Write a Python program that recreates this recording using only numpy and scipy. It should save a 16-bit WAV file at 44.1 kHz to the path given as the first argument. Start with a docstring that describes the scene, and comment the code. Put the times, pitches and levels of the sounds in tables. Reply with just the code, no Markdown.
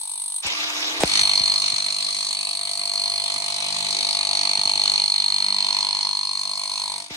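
"""An electric chipping hammer drives a scraper blade under old glue on a concrete floor, indoors.
About 49 blows a second make the steel shank ring, the blade clack, the glue crunch and the floor hum.
Ringing is built from fading sine waves; crunch, scratch and fan rush are noise shaped by tables.
A light, glancing stroke ends, the lifted tool's motor and fan are heard, the blade lands with a thud,
and one long stroke follows until the tool is lifted again. Bumps, skids and scuffs come in between."""
import sys
import numpy as np
from scipy import signal
from scipy.fft import rfft, irfft, next_fast_len
from scipy.io import wavfile
from scipy.ndimage import uniform_filter1d, map_coordinates

SR = 44100
rng = np.random.default_rng(int(sys.argv[2]) if len(sys.argv) > 2 else 0)


def output_pcm(signal):
    """Save a mono or channel-first signal as 16-bit PCM at the path in sys.argv[1].

    Samples are clipped to [-1, 1] before scaling.
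    """
    pcm = np.clip(np.atleast_2d(signal).T, -1, 1) * 32767
    wavfile.write(sys.argv[1], SR, np.round(pcm).astype(np.int16))


N = 315756
TIME = np.arange(N) / SR   # seconds
FFT_SIZE = next_fast_len(N)
BLOWS_PER_S = 49.45   # beat of the long stroke
# the blade leaves the floor, lands, and leaves it again
LIFT_S, LAND_S, END_S = 0.416, 1.055, 7.04
CONTACT_FADE_S, LAST_FADE_S = 0.015, 0.063
# in the glancing stroke only the edge touches: its bright ring grows while the blade's clack fades
GLANCING_CHANGE_DB_PER_S = 11
# held loosely, each blow takes up to this much longer to build
LOOSE_RISE_S = 0.0016
# colour of the low rumble: f/Hz, relative level per Hz/dB
RUMBLE_COLOUR = [(25, -38), (65, -9), (110, -25), (250, -7), (500, -14.5), (1000, 2), (3000, -44)]


def hammering():
    """Every blow drives shank, blade, housing, glue and floor together."""
    # how the blade leans on the floor: t/s, looseness (0 to 1)
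    lean = [(1.2, 0.59), (1.7, 0.69), (2.15, 0.96), (2.4, 0.82), (2.8, 0.52), (3.2, 0.67), (3.65, 1),
            (4.35, 0.35), (5.0, 0.27), (6.1, 0.39), (6.6, 0.69)]
    # how deep the edge bites into the glue: t/s, crunch level/dB, scratch level/dB (both before the grind gain)
    bite = [(1.08, -42.5, -39), (1.14, -32, -33), (1.2, -30, -33), (1.26, -34.5, -38), (1.34, -35, -36.5),
            (1.43, -37.5, -41), (1.53, -38.5, -37.5), (1.66, -37.5, -36.5), (1.82, -40, -38.5),
            (2.15, -43.5, -39), (2.58, -45, -43), (3.96, -38.5, -37.5), (4.98, -38, -38),
            (5.13, -44, -39.5), (5.18, -40.5, -40.5), (5.53, -41, -42.5), (5.79, -39.5, -39.5),
            (6.3, -46.5, -44), (6.62, -47.5, -41.5), (6.85, -44, -43), (7.02, -44, -43.5)]
    [loose] = in_time(lean)
    bite_db, scratch_db = in_time(bite)
    bite_db = by_stroke(-60.5, bite_db)
    scratch_db = by_stroke(-56.5, scratch_db)
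    blow, age = striker(jitter_ms=0.025)
    rise_s = 0.0014 + LOOSE_RISE_S * loose

    steel = shank(blow, age, loose)
    scrape = grind(blow, age, rise_s, bite_db, scratch_db) + bright_edge(blow, age, rise_s)
    scrape = room(scrape, t60=0.14, wet_db=-14)
    hum_db = bite_db - 15.5   # the floor's hum follows the bite
    return steel + clack(blow, age) + scrape + floor(age, hum_db)


def striker(jitter_ms):
    """The motor's speed gives a little with the load; finds the latest blow and its age in s at each sample."""
    # how far the blows fall off the beat: t/s, lateness/ms
    beat_lag = [(1.06, .2), (1.13, -1.4), (1.2, -5.1), (1.3, -5.1), (1.5, -3.2), (1.8, -2.1), (2.3, -2),
                (2.9, -.8), (3.5, -.8), (4.2, -1), (5.2, -.7), (5.8, -.9), (6.3, -2), (6.6, -2.2),
                (6.9, -2.2), (7.03, 0)]
    glancing = np.arange(-0.009, LAND_S - 2 / BLOWS_PER_S, 1 / 48.75)   # first blow in s, 48.75 blows per s
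    long = np.arange(1.0544, N / SR, 1 / BLOWS_PER_S)
    lag_ms = np.interp(long, *np.transpose(beat_lag))
    beats = np.concatenate([glancing, long + lag_ms / 1000])
    falls = beats + jitter_ms * rng.standard_normal(len(beats)) / 1000
    blow = np.searchsorted(falls, TIME, side="right") - 1
    return blow, TIME - falls[blow]


def shank(blow, age, loose):
    """The shank rings until the blade bites; held loosely it rings longer and is damped less."""
    # the ringing shifts with the seat in the chuck:
    # t/s, main f/Hz, upper f/Hz, upper level/dB, lower level/dB (both against the main tone)
    seat = [(.4, 4210, 4430, -19, -21), (1.15, 4292, 4580, -18, -18), (1.55, 4228, 4590, -13.5, -19),
            (2.05, 4176, 4460, -12, -19), (2.4, 4300, 4530, -10, -10), (3.05, 4254, 4660, -11.5, -26),
            (3.65, 4174, 4730, -14, -9), (4.0, 4300, 4740, -12, -6.5), (4.3, 4330, 4700, -13, -11),
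            (4.85, 4253, 4820, -25, -31), (6.1, 4256, 4900, -19, -23), (6.8, 4267, 4690, -12, -12)]
    # pressure on the tool, as the level of the shank's ring: t/s, level/dB
    pressure = [(1.07, -32.5), (1.17, -20.5), (1.5, -20.5), (1.7, -24.5), (2.72, -31), (3.0, -25),
                (3.61, -31), (4.2, -24.5), (5.03, -21.5), (6.16, -25), (6.62, -30.5), (6.81, -29),
                (7.02, -36), (7.04, -43)]
    main_hz, upper_hz, upper_db, lower_db = in_time(seat)
    lower_hz, t60_s = 3964, 0.12
    [level_db] = in_time(pressure)
    level_db = by_stroke(-49.5, level_db)

    # time from the blow to the bite, a little different for each blow
    flight_s = (0.0043 + 0.006 * loose ** 2) * (1 + 0.09 * per_blow(blow))
    bitten = 0.5 + 0.5 * np.tanh((age - flight_s) / 0.0014)
    choke = 1 - bitten * (1 - 0.36 * loose)
    rise_s = 0.0015 + LOOSE_RISE_S * loose
    free = (1 - np.exp(-(age / rise_s) ** 2)) * choke

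    main = ring(blow, age, [(main_hz, 0, t60_s)], uneven_db=0.85, wander_db=-2.5)
    side_modes = [(upper_hz, upper_db, t60_s), (lower_hz, lower_db, t60_s)]
    sides = ring(blow, age, side_modes, uneven_db=2.1, wander_db=-0.5)
    steel = free * (main + sides)
    ear_lag_s = 0.00003   # the right ear hears it later
    late = map_coordinates(steel, [np.arange(N) - ear_lag_s * SR], order=3)
    return from_db(level_db) * even(room(np.array([steel, late]), t60=0.45, wet_db=-20))


def clack(blow, age):
    """Blade and housing start together on each blow, so their tones beat into a knock and a weaker afterknock."""
    # the blade's tones shift with its angle: t/s, main f/Hz, upper level/dB against the main tone
    blade_pitch = [(1.2, 950, 0), (1.6, 940, 19), (2.2, 990, 20), (2.8, 924, -3), (4.9, 884, -8),
                   (5.55, 998, -7), (6.0, 952, -14), (6.4, 1080, -25), (6.85, 1020, -2), (7, 946, -7)]
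    # steady tones, before filtering: f/Hz, relative level/dB, time to fade by 60 dB/s
    steady_blade = [(1035, -13, 0.035)]
    housing_modes = [(675, 0, 0.04)]
    # level of the knocking before the room: t/s, blade level/dB, housing level/dB
    knock = [(1.1, -59, -67), (1.23, -41, -40.5), (1.26, -44, -46), (2.3, -50.5, -52.5), (2.98, -43, -43),
             (4.7, -37, -43.5), (5.39, -42.5, -57), (5.74, -35, -47), (6.34, -42, -67), (6.45, -41.5, -51),
             (6.9, -38.5, -52.5), (7.03, -44.5, -46.5)]
    blade_db, housing_db = in_time(knock)
    blade_db = by_stroke(-49.5 - GLANCING_CHANGE_DB_PER_S * TIME, blade_db)
    housing_db = by_stroke(-67, housing_db)

    main_hz, upper_db = in_time(blade_pitch)
    main_hz = main_hz * (1 + 0.012 * per_blow(blow))
    blade_modes = [(main_hz, 0, 0.024), (1188, upper_db, 0.03)] + steady_blade
    blade = band(ring(blow, age, blade_modes, uneven_db=0.54, wander_db=-3.0), 761, 1016)
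    housing = band(ring(blow, age, housing_modes, uneven_db=1.1, wander_db=0.0), 715, 930)
    knocks = from_db(blade_db) * even(blade) + from_db(housing_db) * even(housing)
    return room(knocks, t60=0.2, wet_db=-19)


def grind(blow, age, rise_s, bite_db, scratch_db):
    """The glue crunches and scratches on each blow; dug in hard, the scraper's plate rings out more."""
    # colours of the noise: f/Hz, relative level per Hz/dB
    crunch_colour = [(50, -12), (450, -12), (1150, 5), (1400, -7.5), (1700, -11), (2100, -0.5), (2430, 2.5),
                     (2750, -3), (3050, 1.5), (3350, 0.5), (3800, 6), (4300, 2), (5500, -11), (15500, -70)]
    scratch_colour = [(1500, -64), (3600, -35), (4400, 7.5), (4850, 2), (5150, -3.5), (5600, 2),
                      (6000, -4.5), (6250, -0.5), (6600, 3.5), (7300, -7.5), (7800, -3.5), (9000, -40),
                      (11500, -25.5), (15500, -41)]
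    # thin ringing of the plate as it flexes: f/Hz, relative level/dB, time to fade by 60 dB/s
    plate_modes = [(2450, -7, 0.029), (3017, 5, 0.026), (3632, 3.5, 0.037), (6020, 4, 0.042),
                   (6170, -11.5, 0.074)]
    crunch = from_db(bite_db) * burst(blow, age, crunch_colour, rise_s=rise_s, fall_s=0.004, rest=0.09,
                                      alike=0.55, uneven_db=1.7, grit_db=3)
    scratch = from_db(scratch_db) * burst(blow, age, scratch_colour, rise_s=rise_s, fall_s=0.0045, rest=0.08,
                                          alike=0.68, uneven_db=1.4, grit_db=2.8)
    grit = from_db(1.73) * patchy(crunch + scratch, patchy_db=2.0, rate=7.6)
    # extra 0.3 dB for each dB of bite above its usual -40 dB
    plate_db = bite_db + 0.3 * np.maximum(bite_db + 40, 0)
    return grit + from_db(plate_db) * upper_ring(blow, age, plate_modes)


def bright_edge(blow, age, rise_s):
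    """The edge gives a bright crack of noise on each blow and rings with thin tones of its own."""
    # colour of the crack: f/Hz, relative level per Hz/dB
    bright_colour = [(2300, -49), (3900, -13.5), (4900, -27), (6400, -19), (7450, -32), (8050, 0.5),
                     (8600, 4), (9000, -1.5), (9550, -1), (10800, -14.5), (11900, -33), (12500, -15.5),
                     (13700, -38), (15500, -27)]
    # the edge's own ring: f/Hz, relative level/dB, time to fade by 60 dB/s
    edge_modes = [(8450, 2.5, 0.037), (8610, -2, 0.18), (9720, -8, 0.12)]
    # level of crack and ring together, before the room: t/s, level/dB
    brightness = [(1.08, -34.5), (1.21, -30), (1.38, -36.5), (2.8, -35.5), (2.89, -37.5), (4.73, -37),
                  (6.18, -41.5), (7.03, -38)]
    [bright_db] = in_time(brightness)
    bright_db = by_stroke(-33.5 + GLANCING_CHANGE_DB_PER_S * TIME, bright_db)
    crack = burst(blow, age, bright_colour, rise_s=by_stroke(0.0014, 0.7 * rise_s),
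                  fall_s=by_stroke(0.007, 0.0046), rest=0.09, alike=0.72, uneven_db=1.4, grit_db=2.2)
    return from_db(bright_db) * even(crack + upper_ring(blow, age, edge_modes))


def ring(blow, age, modes, uneven_db, wander_db):
    """Struck tones fade after each blow; their strengths differ by blow and wander as the blade moves."""
    total = 0
    for hz, db, t60 in modes:
        level_db = db + uneven_db * per_blow(blow) + wander_db * drift(0.4) - 60 * age / t60
        total = total + from_db(level_db) * np.sin(2 * np.pi * hz * age)
    return total


def upper_ring(blow, age, modes):
    """Thin upper tones, struck on every blow, with a soft start."""
    return (1 - np.exp(-age / 0.0014)) * ring(blow, age, modes, uneven_db=2.6, wander_db=2.5)


def burst(blow, age, spectrum, rise_s, fall_s, rest, alike, uneven_db, grit_db):
    """A crack on each blow, then a gritty drag: partly a slowly changing repeated rattle, partly fresh grit."""
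    source, fresh = noise(spectrum, size=SR), noise(spectrum)
    # each blow replays the same piece of noise, blending into the next piece 2.19 times a second
    turn = TIME * 2.19
    place = (np.floor(turn) * 2000 + age * SR).astype(int)
    blend = turn % 1 * np.pi / 2
    rattle = np.cos(blend) * source[:, place % SR] + np.sin(blend) * source[:, (place + 2000) % SR]
    alike = np.clip(alike, 0, 1)   # share of the crack's power that repeats
    crack = (1 - np.exp(-(age / rise_s) ** 2)) * np.exp(-age / fall_s)
    crack = crack * from_db(uneven_db * per_blow(blow))
    drag = rest * from_db(grit_db * drift(85))
    return even(crack * np.sqrt(alike) * rattle + (crack * np.sqrt(1 - alike) + drag) * fresh)


def floor(age, hum_db):
    """The slab hums on the low multiples of the beat and rumbles as the tool shifts."""
    # hum of the floor: multiple of the beat, relative level/dB
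    hum_tones = [(2, -1.5), (3, -0.5), (4, 0.5), (5, -12), (6, -4), (7, -7.5), (8, -5)]
    hum = 0
    for multiple, db in hum_tones:
        hz = multiple * BLOWS_PER_S
        level_db = db + swell_db(hz) + 1.3 * drift(1.5)
        hum = hum + from_db(level_db) * np.sin(2 * np.pi * hz * age)
    rumble = from_db(1.0 + 2.3 * drift(7.3)) * noise(RUMBLE_COLOUR)
    return from_db(hum_db) * (from_db(-2.5) * hum + rumble)


def swell_db(hz):
    """The floor's hum swells around one pitch at a time; gives the rise in dB at the pitch asked for."""
    # t/s, length to either side/s, centre f/Hz, rise/dB
    hum_swells = [(3.15, .12, 99, 7), (3.8, 0.16, 164, 13), (4.43, 0.066, 294, 10), (5.526, 0.11, 184, 10),
                  (6.49, 0.16, 198, 6.5)]
    total_db = 0
    for s, length, centre_hz, db in hum_swells:
        octaves = np.log2(hz / centre_hz)
        total_db = total_db + db * np.exp(-((TIME - s) / length) ** 2 - (octaves / 0.35) ** 2)
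    return total_db


def motor(fan_db, wobble):
    """The fan rushes, chopped once per armature turn and shifting in colour; armature and gears whine."""
    # tones of the whine: f/Hz, level/dB, rate of the wobble/Hz (levels before motor_level)
    whine = [(304.4, -47.5, 10), (679, -51, 40), (908, -51, 25), (1185, -51, 60), (2160, -52, 70),
             (2260, -53, 70), (3435, -53, 160), (4860, -49, 160), (9195, -54, 45)]
    # colour of the rush: f/Hz, relative level per Hz/dB
    fan_colour = [(30, -19), (200, -8.5), (400, -5), (950, 7), (1800, 2), (2400, 6.5), (3200, 5.5),
                  (3800, 9.5), (4400, 4), (5400, 8), (6800, 2), (8300, -8), (11000, -25), (12300, -6),
                  (14500, -42)]
    tones = 0
    for hz, db, rate in whine:
        gain = from_db(db + 2.5 * drift(6)) * np.sqrt(2)
        tones = tones + gain * np.sin(2 * np.pi * hz * TIME + wobble * drift(rate))
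    turn_hz = whine[0][0]
    chop_db = 2.5 * np.sin(2 * np.pi * turn_hz * TIME) + 1.2 * drift(75)
    rush = patchy(from_db(fan_db + chop_db) * noise(fan_colour), patchy_db=2.2, rate=18)
    # the whine builds a moment after the fan
    return rush + step(LIFT_S + 0.081, 0.05) * tones


def motor_level():
    """Level of the fan rush and whine: heard after each lift, fading after the landing, faint in the strokes."""
    rise_s, fade_s = 0.0082, 0.12
    first = step(LIFT_S + 0.016, rise_s) * np.exp(-np.maximum(TIME - LAND_S, 0) / fade_s)
    last = from_db(-7.5) * step(END_S + 0.063, rise_s)
    return first + last + from_db(-27.5)


def bumps(spread, dying):
    """A bump spreads out in the slab: the highs come first and the pitch sinks as 1 / age."""
    # the tool bumps on the floor, before the dulling filter: t/s, level/dB, contact time/ms
    floor_bumps = [(0.446, -37.5, 4.8), (1.0332, -2, 1.3), (1.041, -31, 5), (1.214, -38, 9.8),
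                   (1.401, -34.5, 6.4), (1.727, -40, 4.7), (2.399, -56.5, 8), (2.889, -55, 5.6),
                   (3.361, -46, 3.5), (4.494, -43, 2.6), (4.582, -36.5, 4.8), (4.655, -37, 3.8),
                   (4.76, -41, 2.9), (4.844, -46, 1.4), (4.885, -42, 2.4), (4.925, -47, 2),
                   (5.125, -62, 4.1), (5.653, -50, 2.6), (7.104, -31.5, 3.1)]
    # the sharp tick as the blade lands: t/s, level/dB, contact time/ms
    landing_tick = (1.0352, -4, 0.26)

    def bump(s, db, contact_ms):
        """One bump: a sine wave whose pitch sinks while it dies away."""
        u = np.maximum(TIME - s, 1e-9) * 1000 / contact_ms   # age in contact times
        shape = 2 * u ** 2 / (1 + u ** (2 + dying)) * np.exp(-u / 20)
        return from_db(db) * shape * np.sin(2 * np.pi * spread * np.log(u))

    dull = signal.butter(6, 800, fs=SR, output="sos")   # the slab's answer stays below about 800 Hz
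    thuds = sum(bump(*row) for row in floor_bumps)
    return signal.sosfilt(dull, thuds + 1e-18) + bump(*landing_tick)


def swing():
    """A low rush of noise grows as the lifted tool swings back, until the blade lands."""
    # colour of the rush: f/Hz, relative level per Hz/dB
    swing_colour = [(30, -32), (80, -10), (130, -22), (230, -13), (330, 5), (720, -3), (1100, 5),
                    (2500, -43)]
    growth = np.exp(np.minimum(TIME - LAND_S, 0) / 0.24)
    in_air = step(LIFT_S, CONTACT_FADE_S) - step(LAND_S, CONTACT_FADE_S)
    return from_db(-35.5) * growth * in_air * noise(swing_colour)


def skids():
    """Short scratches of noise as the edge skids over grit, leaving the floor or coming down."""
    # level before the room: t/s, level/dB, length to either side/s
    skid_times = [(0.47, -32, 0.008), (1.008, -26, 0.005), (1.022, -26.5, 0.006)]
    # colour: f/Hz, relative level per Hz/dB
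    skid_colour = [(50, 8), (400, 3), (850, 9.5), (1500, -3), (4000, -4), (9000, 6.5), (12000, -22),
                   (16000, -14)]
    return room(rubs(skid_times, skid_colour), t60=0.068, wet_db=-5.5)


def scuffs():
    """Dull rubs of noise as the tool is shoved along."""
    # t/s, level/dB, length to either side/s
    scuff_times = [(2.08, -59, 0.089), (3.36, -54.5, 0.025), (3.98, -50, 0.12), (4.8, -61, 0.15),
                   (5.72, -64, 0.05), (6.98, -60, 0.058)]
    # colour: f/Hz, relative level per Hz/dB
    scuff_colour = [(30, -10), (130, -8), (230, 1), (480, 4), (700, -25), (2000, -44)]
    return rubs(scuff_times, scuff_colour)


def rubs(rows, spectrum):
    """Short rubs of one colour, each swelling and dying away."""
    return noise(spectrum) * sum(from_db(db) * np.exp(-((TIME - s) / length) ** 2) for s, db, length in rows)


def room(x, t60, wet_db):
    """Dense reflections off walls and furniture, weak in the bass: a fading noise tail after 4 ms."""
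    # f/Hz, relative level per Hz/dB
    colour = [(100, -34), (600, 21.5), (1500, 6.0), (9000, 8.5), (16000, -50.0)]
    delay = TIME[:SR // 2]
    tail = noise(colour, size=len(delay)) * from_db(-60 * delay / t60) * (delay > 0.004)
    tail = tail / np.sqrt(np.sum(tail ** 2) / 2)
    return x + from_db(wet_db) * signal.oaconvolve(np.atleast_2d(x), tail, axes=1)[:, :N]


def background():
    """A faint, steady rumble of low noise."""
    return from_db(-72) * noise(RUMBLE_COLOUR)


def noise(spectrum, size=FFT_SIZE):
    """Coloured stereo noise, alike in the bass and wide in the treble."""
    # stereo width: f/Hz, side against mid level/dB
    width = [(350, -54), (700, -66), (1100, -4.5), (1600, 8), (2600, 7), (4300, 6), (6500, -2.5), (9000, 1),
             (15000, 3)]
    mid, side = rfft(rng.standard_normal((2, size))) * gain_by_bin(spectrum, size)
    side = side * gain_by_bin(width, size)
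    return rms_one(irfft([mid + side, mid - side], size)[:, :N])


def gain_by_bin(points, size):
    """A table of f/Hz and level/dB as a gain for every frequency bin."""
    hz, db = np.transpose(points)
    bins = np.arange(size // 2 + 1) * SR / size
    return from_db(np.interp(np.log(bins + 1), np.log(hz), db))


def patchy(x, patchy_db, rate):
    """The colour of a sound shifts slowly: each of 11 overlapping bands drifts in level by itself."""
    centres = np.geomspace(900, 7500, 11)   # Hz
    bins = np.arange(FFT_SIZE // 2 + 1) * SR / FFT_SIZE
    spectrum = rfft(x, FFT_SIZE)
    total = 0
    for pick in np.eye(len(centres)):
        part = irfft(spectrum * np.interp(bins, centres, pick), FFT_SIZE)[:, :N]
        total = total + part * from_db(patchy_db * drift(rate))
    return total


def drift(rate):
    """A random curve with spread 1 that changes little faster than the rate in Hz."""
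    hz = np.fft.rfftfreq(16384, 32 / SR)   # one point every 32 samples
    slow = rms_one(irfft(rfft(rng.standard_normal(16384)) / (1 + (hz / rate) ** 4)))
    return np.interp(np.arange(N) / 32, np.arange(len(slow)), slow)


def per_blow(blow):
    """One random draw with spread 1 for each blow, held until the next."""
    return rng.standard_normal(blow.max() + 1)[blow]


def even(x):
    """Hold the level steady, dividing by the average level over about six blows."""
    power = uniform_filter1d(np.atleast_2d(x).mean(0) ** 2, size=int(6 * SR / BLOWS_PER_S))
    return x / np.sqrt(np.abs(power) + 1e-12)


def band(x, low_hz, high_hz):
    """Keep what lies between two frequencies."""
    return signal.sosfilt(signal.butter(2, [low_hz, high_hz], "band", fs=SR, output="sos"), x)


def step(at_s, width_s):
    """A smooth rise from 0 to 1 around a moment."""
    return 0.5 + 0.5 * np.tanh((TIME - at_s) / width_s)


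def by_stroke(glancing, long):
    """One value for the glancing stroke, another for the long one, switching while the tool is lifted."""
    return np.where(TIME < (LIFT_S + LAND_S) / 2, glancing, long)


def in_time(rows):
    """Each column of a curve at every sample."""
    s, *columns = np.transpose(rows)
    return [np.interp(TIME, s, c) for c in columns]


def from_db(db):
    """Decibels to gain."""
    return 10 ** (np.asarray(db) / 20)


def rms_one(x):
    """Scale so that the average of the channels has an effective (rms) level of 1."""
    return x / np.sqrt(np.mean(np.atleast_2d(x).mean(0) ** 2) + 1e-20)


def scene():
    """The tool hammers on the floor; fan rush and whine are heard after each lift, over a faint background."""
    pressed = 1 - step(LIFT_S, CONTACT_FADE_S) + step(LAND_S, CONTACT_FADE_S) - step(END_S, LAST_FADE_S)
    tool = pressed * hammering() + motor_level() * motor(fan_db=-33.0, wobble=0.73)
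    contacts = bumps(spread=1.21, dying=1.36) + skids() + scuffs()
    return tool + contacts + swing() + background()


def record(dry):
    """Peaks stop at full scale, then a steep filter cuts the top above 15900 Hz."""
    top_cut = signal.ellip(10, 0.1, 80, 15900, fs=SR, output="sos")
    return signal.sosfilt(top_cut, np.clip(dry, -1, 1))


dry = scene()
out = record(dry)
output_pcm(out)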